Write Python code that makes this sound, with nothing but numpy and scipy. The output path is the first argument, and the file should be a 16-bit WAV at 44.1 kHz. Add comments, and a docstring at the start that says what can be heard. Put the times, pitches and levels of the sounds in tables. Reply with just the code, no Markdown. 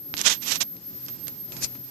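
"""Handling noise beside a film projector

A quiet room, a hand-held stereo recorder moving about a hand-built film projector. Right on the
microphone, a finger ticks and scrapes over the right port; then the hand brushes both ports and bumps
the case. Further off are a low hum, rumble, soft hiss and a thin whine that swells and fades as each
port moves through its standing waves."""
import sys
import numpy as np
from scipy import signal
from scipy.fft import rfft, irfft
from scipy.io import wavfile
from scipy.ndimage import uniform_filter1d

SR = 44100
rng = np.random.default_rng(int(sys.argv[2]) if len(sys.argv) > 2 else 0)


def file_out(sig):
    """Save sig as 16-bit WAV at sys.argv[1]."""
    # one column per channel
    cols = np.atleast_2d(sig).T
    # limit, then scale
    lim = np.clip(cols, -1, 1)
    pcm = np.round(lim * 32767).astype(np.int16)
    wavfile.write(sys.argv[1], SR, pcm)


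N = 83790
TIME = np.arange(N) / SR

# Colour of the room tone: frequency_hz, relative_db
RUMBLE_COLOUR = [(20, -48), (45, -40), (80, -2), (130, 0), (230, 1.5), (300, 0), (400, -8), (600, -16),
                 (1000, -22.5), (2500, -40.5), (6000, -75)]
HISS_COLOUR = [(200, 10), (1200, -0.5), (2500, -1.5), (3600, -1), (5200, 5.5), (6800, -0.5), (9000, -3),
               (11700, -5.5), (12800, -20), (15000, -45)]
# Rise and fall of the rumble, the hiss and the lowest hum tone: time_s, gain_db
RUMBLE_SWELL = [(0, -4.5), (0.1, 3.5), (0.2, 3.5), (0.38, -1.5), (0.5, 5), (0.62, 2), (0.69, -5.5),
                (0.76, 3), (0.86, -6.5), (0.93, 4), (1.02, -6), (1.2, 1), (1.35, 2), (1.45, -1),
                (1.62, -3.5), (1.77, 3), (1.9, -8)]
HISS_LEVEL = [(0, -57), (0.3, -51), (0.55, -52.5), (0.7, -56), (1.08, -49), (1.3, -51), (1.45, -53.5),
              (1.6, -45.5), (1.82, -54.5), (1.9, -48.5)]
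HUM_SWELL = [(0, -5.5), (0.8, -7), (1.05, 5), (1.42, -1.5), (1.6, 10.5), (1.9, 1.5)]
# Tones of the projector's hum: pitch_hz, level_db, waver_ratio
HUM_TONES = [(129.8, -57.5, 0), (172.3, -59.5, 1.2), (283, -60, 1.3)]
# Standing waves of the whine as each port meets them: time_s, relative_db
WHINE_LEFT = [(0.01, -41), (0.21, -40), (0.29, -47), (0.4, -45), (0.71, -38), (0.77, -41), (0.8, -55),
              (0.88, -38), (0.92, -49), (0.97, -36), (1.0, -46), (1.05, -37), (1.08, -57), (1.11, -39),
              (1.14, -39), (1.18, -62), (1.32, -40), (1.37, -53), (1.42, -37), (1.6, -43), (1.65, -37),
              (1.69, -46), (1.74, -38), (1.89, -47)]
WHINE_RIGHT = [(0.01, -45), (0.18, -41), (0.23, -53), (0.25, -41), (0.27, -48), (0.33, -37), (0.48, -35),
               (0.76, -47), (0.8, -58), (0.87, -41), (1.0, -45), (1.04, -39), (1.08, -46), (1.11, -35),
               (1.14, -35), (1.18, -53), (1.2, -39), (1.26, -34), (1.33, -44), (1.43, -39), (1.48, -64),
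               (1.58, -40), (1.77, -50), (1.89, -44)]
# Pushes of the grip on the case: centre_s, level_db, half_width_s, left_minus_right_db
BUMPS = [(0.201, -47, 0.019, -14), (0.264, -61, 0.017, -22), (0.615, -50.5, 0.021, 3),
         (1.548, -46.5, 0.04, -5.5), (1.642, -49.5, 0.019, -15), (1.753, -48, 0.004, 3)]
# Colour of those thuds: frequency_hz, relative_db
BUMP_COLOUR = [(20, -26), (50, -4), (110, -1.5), (250, 3.5), (500, -6), (1200, -13.5), (4000, -57)]
# Resonances of the case: pitch_hz, level_db, decay_s
CASE_MODES = [(170, -30, .004), (330, -24, 0.0035), (840, -23.5, 0.00063), (1710, -14.5, 0.0003)]
# Rubbing effort of the hand on each port and the finger on the right one: time_s, relative_db
BRUSH_LEFT_EFFORT = [(1.49, -83), (1.53, -40), (1.57, -60), (1.6, -50), (1.63, -24.5), (1.645, -16.5),
                     (1.662, -39.5), (1.7, -77)]
BRUSH_RIGHT_EFFORT = [(1.5, -77), (1.527, -39), (1.555, -52), (1.57, -36.5), (1.603, -53), (1.625, -27.5),
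                      (1.646, -27), (1.665, -41), (1.7, -80)]
FIRST_STROKE = [(0.15, -69), (0.18, -39.5), (0.186, -34.5), (0.216, -30), (0.23, -45.5), (0.262, -17),
                (0.278, -16), (0.294, -27.5), (0.3, -21), (0.33, -25.5), (0.39, -62)]
SECOND_STROKE = [(0.39, -78), (0.428, -34), (0.446, -41), (0.482, -27), (0.5, -29), (0.52, -20.5),
                 (0.546, -32.5), (0.558, -24.5), (0.59, -53.5)]
FLICK = [(0.59, -60), (0.598, -56), (0.606, -30), (0.616, -22), (0.628, -27), (0.642, -57.5), (0.67, -68)]
# Colour of skin rubbing on a port: frequency_hz, relative_db
BRUSH_LEFT_COLOUR = [(100, -29), (1500, -28), (2600, -15), (4600, 0), (6500, 2), (9000, -5), (13500, -12.5),
                     (15000, -37)]
BRUSH_RIGHT_COLOUR = [(100, 7), (1000, -5.5), (2200, 1.5), (2600, 5.5), (3000, -13), (4700, 5.5),
                      (7000, 2.5), (9000, -3), (11000, -23), (13500, -42)]
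GRAZE_COLOUR = [(60, -20), (300, 7), (900, 0.5), (3000, 0.5), (6500, 2), (9000, -12.5), (12000, -6),
                (13500, -40)]
FIRM_RUB_COLOUR = [(40, -28), (200, -15), (750, -13.5), (1500, -8.5), (2400, -6.5), (3000, -2.5), (3300, 1),
                   (3700, -2.5), (4600, -5.5), (6200, 0), (8000, -10), (10000, -19), (12400, -25),
                   (13200, -55)]
LIGHT_RUB_COLOUR = [(40, -22), (200, -15.5), (700, -12.5), (1600, -9), (3400, -2), (4600, -4), (6000, 0),
                    (7800, -7), (10000, -17), (12400, -17.5), (13800, -26)]
# Light grazes after a touch: start_s, level_db, decay_s
GRAZES = [(0.141, -34, .012), (1.086, -35.5, 0.01), (1.27, -37, 0.0049), (1.281, -38, 0.012),
          (1.749, -45.5, 0.019)]
# Skin catching and letting go: start_s, relative_peak_db, ring_hz
TICKS = [(0.1402, -9, 1900), (0.1683, -11, 4600), (0.1731, -13, 4500), (0.1788, -8, 4700),
         (0.1811, -11, 3900), (0.1929, -10, 4300), (0.2149, 1, 6800), (0.2997, -5, 4600),
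         (0.5247, -4, 4600), (0.6085, -4, 5500), (0.7672, -29, 3000), (1.0643, -23, 5500),
         (1.084, -18, 5000), (1.2708, -20, 2900), (1.2813, -11, 7400), (1.283, -21, 3400),
         (1.5219, -20, 4300), (1.5674, -18, 4900), (1.7545, -32, 1200)]


def from_db(db):
    """Decibels to gain."""
    return 10 ** (np.asarray(db) / 20)


def unit_power(x):
    """Scale to a mean square of one."""
    return x / np.sqrt(np.mean(x ** 2) + 1e-20)


def gesture_curve(rows):
    """Gain over time from time_s, level_db rows; silent outside them."""
    return from_db(np.interp(TIME, *np.transpose(rows), left=-200, right=-200))


def level_curve(rows):
    """Gain over time from time_s, level_db rows; the ends are held."""
    return from_db(np.interp(TIME, *np.transpose(rows)))


def coloured(x, colour):
    """Shape a signal by frequency_hz, relative_db rows; unit power."""
    hz, db = np.transpose(colour)
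    bins_hz = np.maximum(np.fft.rfftfreq(N, 1 / SR), 1)
    gain = from_db(np.interp(np.log(bins_hz), np.log(hz), db))
    return unit_power(irfft(rfft(x) * gain, N))


def drift(rate_hz):
    """A random wander of unit power, mostly slower than rate_hz."""
    lowpass = np.exp(-0.5 * (np.fft.rfftfreq(N, 1 / SR) / rate_hz) ** 2)
    return unit_power(irfft(rfft(rng.standard_normal(N)) * lowpass, N))


def room_tone(rumble_db=-51, likeness=0.96):
    """All around the microphone: rumble much alike in both ports, under a soft wide hiss."""
    mid, side = rng.standard_normal((2, N))
    pair = np.sqrt(1 + likeness) * mid + np.sqrt(1 - likeness) * side * [[1], [-1]]
    rumble = from_db(rumble_db) * level_curve(RUMBLE_SWELL) * coloured(pair, RUMBLE_COLOUR)
    hiss = level_curve(HISS_LEVEL) * coloured(rng.standard_normal((2, N)), HISS_COLOUR)
    return rumble + hiss


def projector_hum(waver_hz=6.1):
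    """Low machine tones: the upper ones waver in strength, the lowest swells as the recorder moves."""
    tones = []
    for hz, db, waver in HUM_TONES:
        strength = from_db(db) * (1 + waver * drift(waver_hz)) / np.hypot(1, waver)
        tones.append(strength * np.sin(2 * np.pi * (hz * TIME + rng.random())))
    return np.sqrt(2) * (level_curve(HUM_SWELL) * tones[0] + sum(tones[1:]))


def projector_whine(pitch_hz=12827.3, doppler_hz=3, gain_db=3.5, swing_s=1.4):
    """One high tone reaches the ports a quarter cycle apart; each port passes its own nodes."""
    phase = 2 * np.pi * np.cumsum(pitch_hz + doppler_hz * drift(rate_hz=11)) / SR
    ports = np.transpose(WHINE_LEFT), np.transpose(WHINE_RIGHT)
    standing_waves = [np.interp(TIME, time_s, from_db(db + gain_db)) for time_s, db in ports]
    depth_db = np.where(TIME < swing_s, 1.85, 2.5)  # deeper flutter once the recorder swings away
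    flutter = from_db(depth_db * np.array([drift(rate_hz=42) for _ in ports]))
    strength = uniform_filter1d(flutter * standing_waves, SR // 100)  # smoothed over 10 ms
    return np.sqrt(2) * strength * [np.sin(phase), np.cos(phase)]


def grip_bumps():
    """Dull thuds reach the microphone through the case as the grip shifts."""
    push = np.zeros((2, N))
    for centre_s, db, half_width_s, balance_db in BUMPS:
        port_gains = from_db([[db + balance_db / 2], [db - balance_db / 2]])
        push += port_gains * np.exp(-0.5 * ((TIME - centre_s) / half_width_s) ** 2)
    return push * coloured(rng.standard_normal(N), BUMP_COLOUR)


def case_knock(start_s=0.1402):
    """The case gives a few damped swings as the finger first lands."""
    age = np.maximum(TIME - start_s, 0)
    return sum(from_db(db) * np.exp(-age / decay_s) * np.sin(2 * np.pi * hz * age)
               for hz, db, decay_s in CASE_MODES)


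def skin_friction(colour, slips_per_s=9000, spread_db=1, smooth_share=0.4):
    """Dense tiny slips of uneven size on smooth friction noise, coloured by the port."""
    slips = (rng.random(N) < slips_per_s / SR) * rng.choice([-1, 1], N)
    sizes = from_db(-spread_db * np.minimum(rng.exponential(1, N), 4))
    rough = np.sqrt(1 - smooth_share) * unit_power(slips * sizes)
    smooth = np.sqrt(smooth_share) * rng.standard_normal(N)
    return coloured(rough + smooth, colour)


def rub(effort, colour, gain_db):
    """One pass of skin over a port: the friction noise follows the effort."""
    return from_db(gain_db) * gesture_curve(effort) * skin_friction(colour)


def hand_brush():
    """The hand passes over both ports, each with its own friction."""
    return np.array([rub(BRUSH_LEFT_EFFORT, BRUSH_LEFT_COLOUR, gain_db=-1.5),
                     rub(BRUSH_RIGHT_EFFORT, BRUSH_RIGHT_COLOUR, gain_db=-0.5)])


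def finger_grazes():
    """Brief rubs on the port that die away after a touch."""
    effort = sum(from_db(db) * (TIME >= start_s) * np.exp(-np.abs(TIME - start_s) / decay_s)
                 for start_s, db, decay_s in GRAZES)
    return effort * skin_friction(GRAZE_COLOUR)


def finger_ticks(gain_db=-0.5, port_q=1.28, trail_db=-13, trail_decay_s=0.00042, above_ring_hz=4100):
    """Each catch of the skin is a soft pulse trailed by tiny slips; it rings briefly in the port."""
    track = np.zeros(N + SR)
    age = np.arange(256) / SR
    for start_s, db, ring_hz in TICKS:
        trail = from_db(trail_db) * np.exp(-age / trail_decay_s) * rng.standard_normal(len(age))
        pulse = (age == 0) + trail
        ring = signal.lfilter(*signal.iirpeak(ring_hz, port_q, fs=SR), pulse)
        soften = signal.butter(4, min(ring_hz + above_ring_hz, 12000), fs=SR, output="sos")
        tick = signal.sosfilt(soften, ring)
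        start = int(start_s * SR)
        track[start:start + len(tick)] += from_db(db + gain_db) * tick / np.abs(tick).max()
    return track[:N]


def finger_scrapes():
    """Right on the port: a firm stroke, a lighter one and a short flick."""
    return (rub(FIRST_STROKE, FIRM_RUB_COLOUR, gain_db=6)
            + rub(SECOND_STROKE, LIGHT_RUB_COLOUR, gain_db=5)
            + rub(FLICK, LIGHT_RUB_COLOUR, gain_db=6.5))


def scene(leak_db=-57):
    """Finger and hand on the recorder, with the projector and the room behind."""
    finger = finger_scrapes() + finger_ticks() + case_knock() + finger_grazes()
    on_right_port = from_db([[leak_db], [0]])  # only a trace reaches the left
    handling = finger * on_right_port + hand_brush() + grip_bumps()
    return handling + projector_whine() + projector_hum() + room_tone()


def record(dry, low_cut_hz=47, overload=0.9, stopband_hz=15200):
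    """The recorder cuts the lowest rumble, clips any peak past overload and removes the top."""
    low_cut = signal.butter(2, low_cut_hz, "high", fs=SR)
    high_cut = signal.cheby2(18, 95, stopband_hz, fs=SR, output="sos")
    clipped = np.clip(signal.lfilter(*low_cut, dry), -overload, overload)
    return signal.sosfilt(high_cut, clipped)


dry = scene()
out = record(dry)
file_out(out)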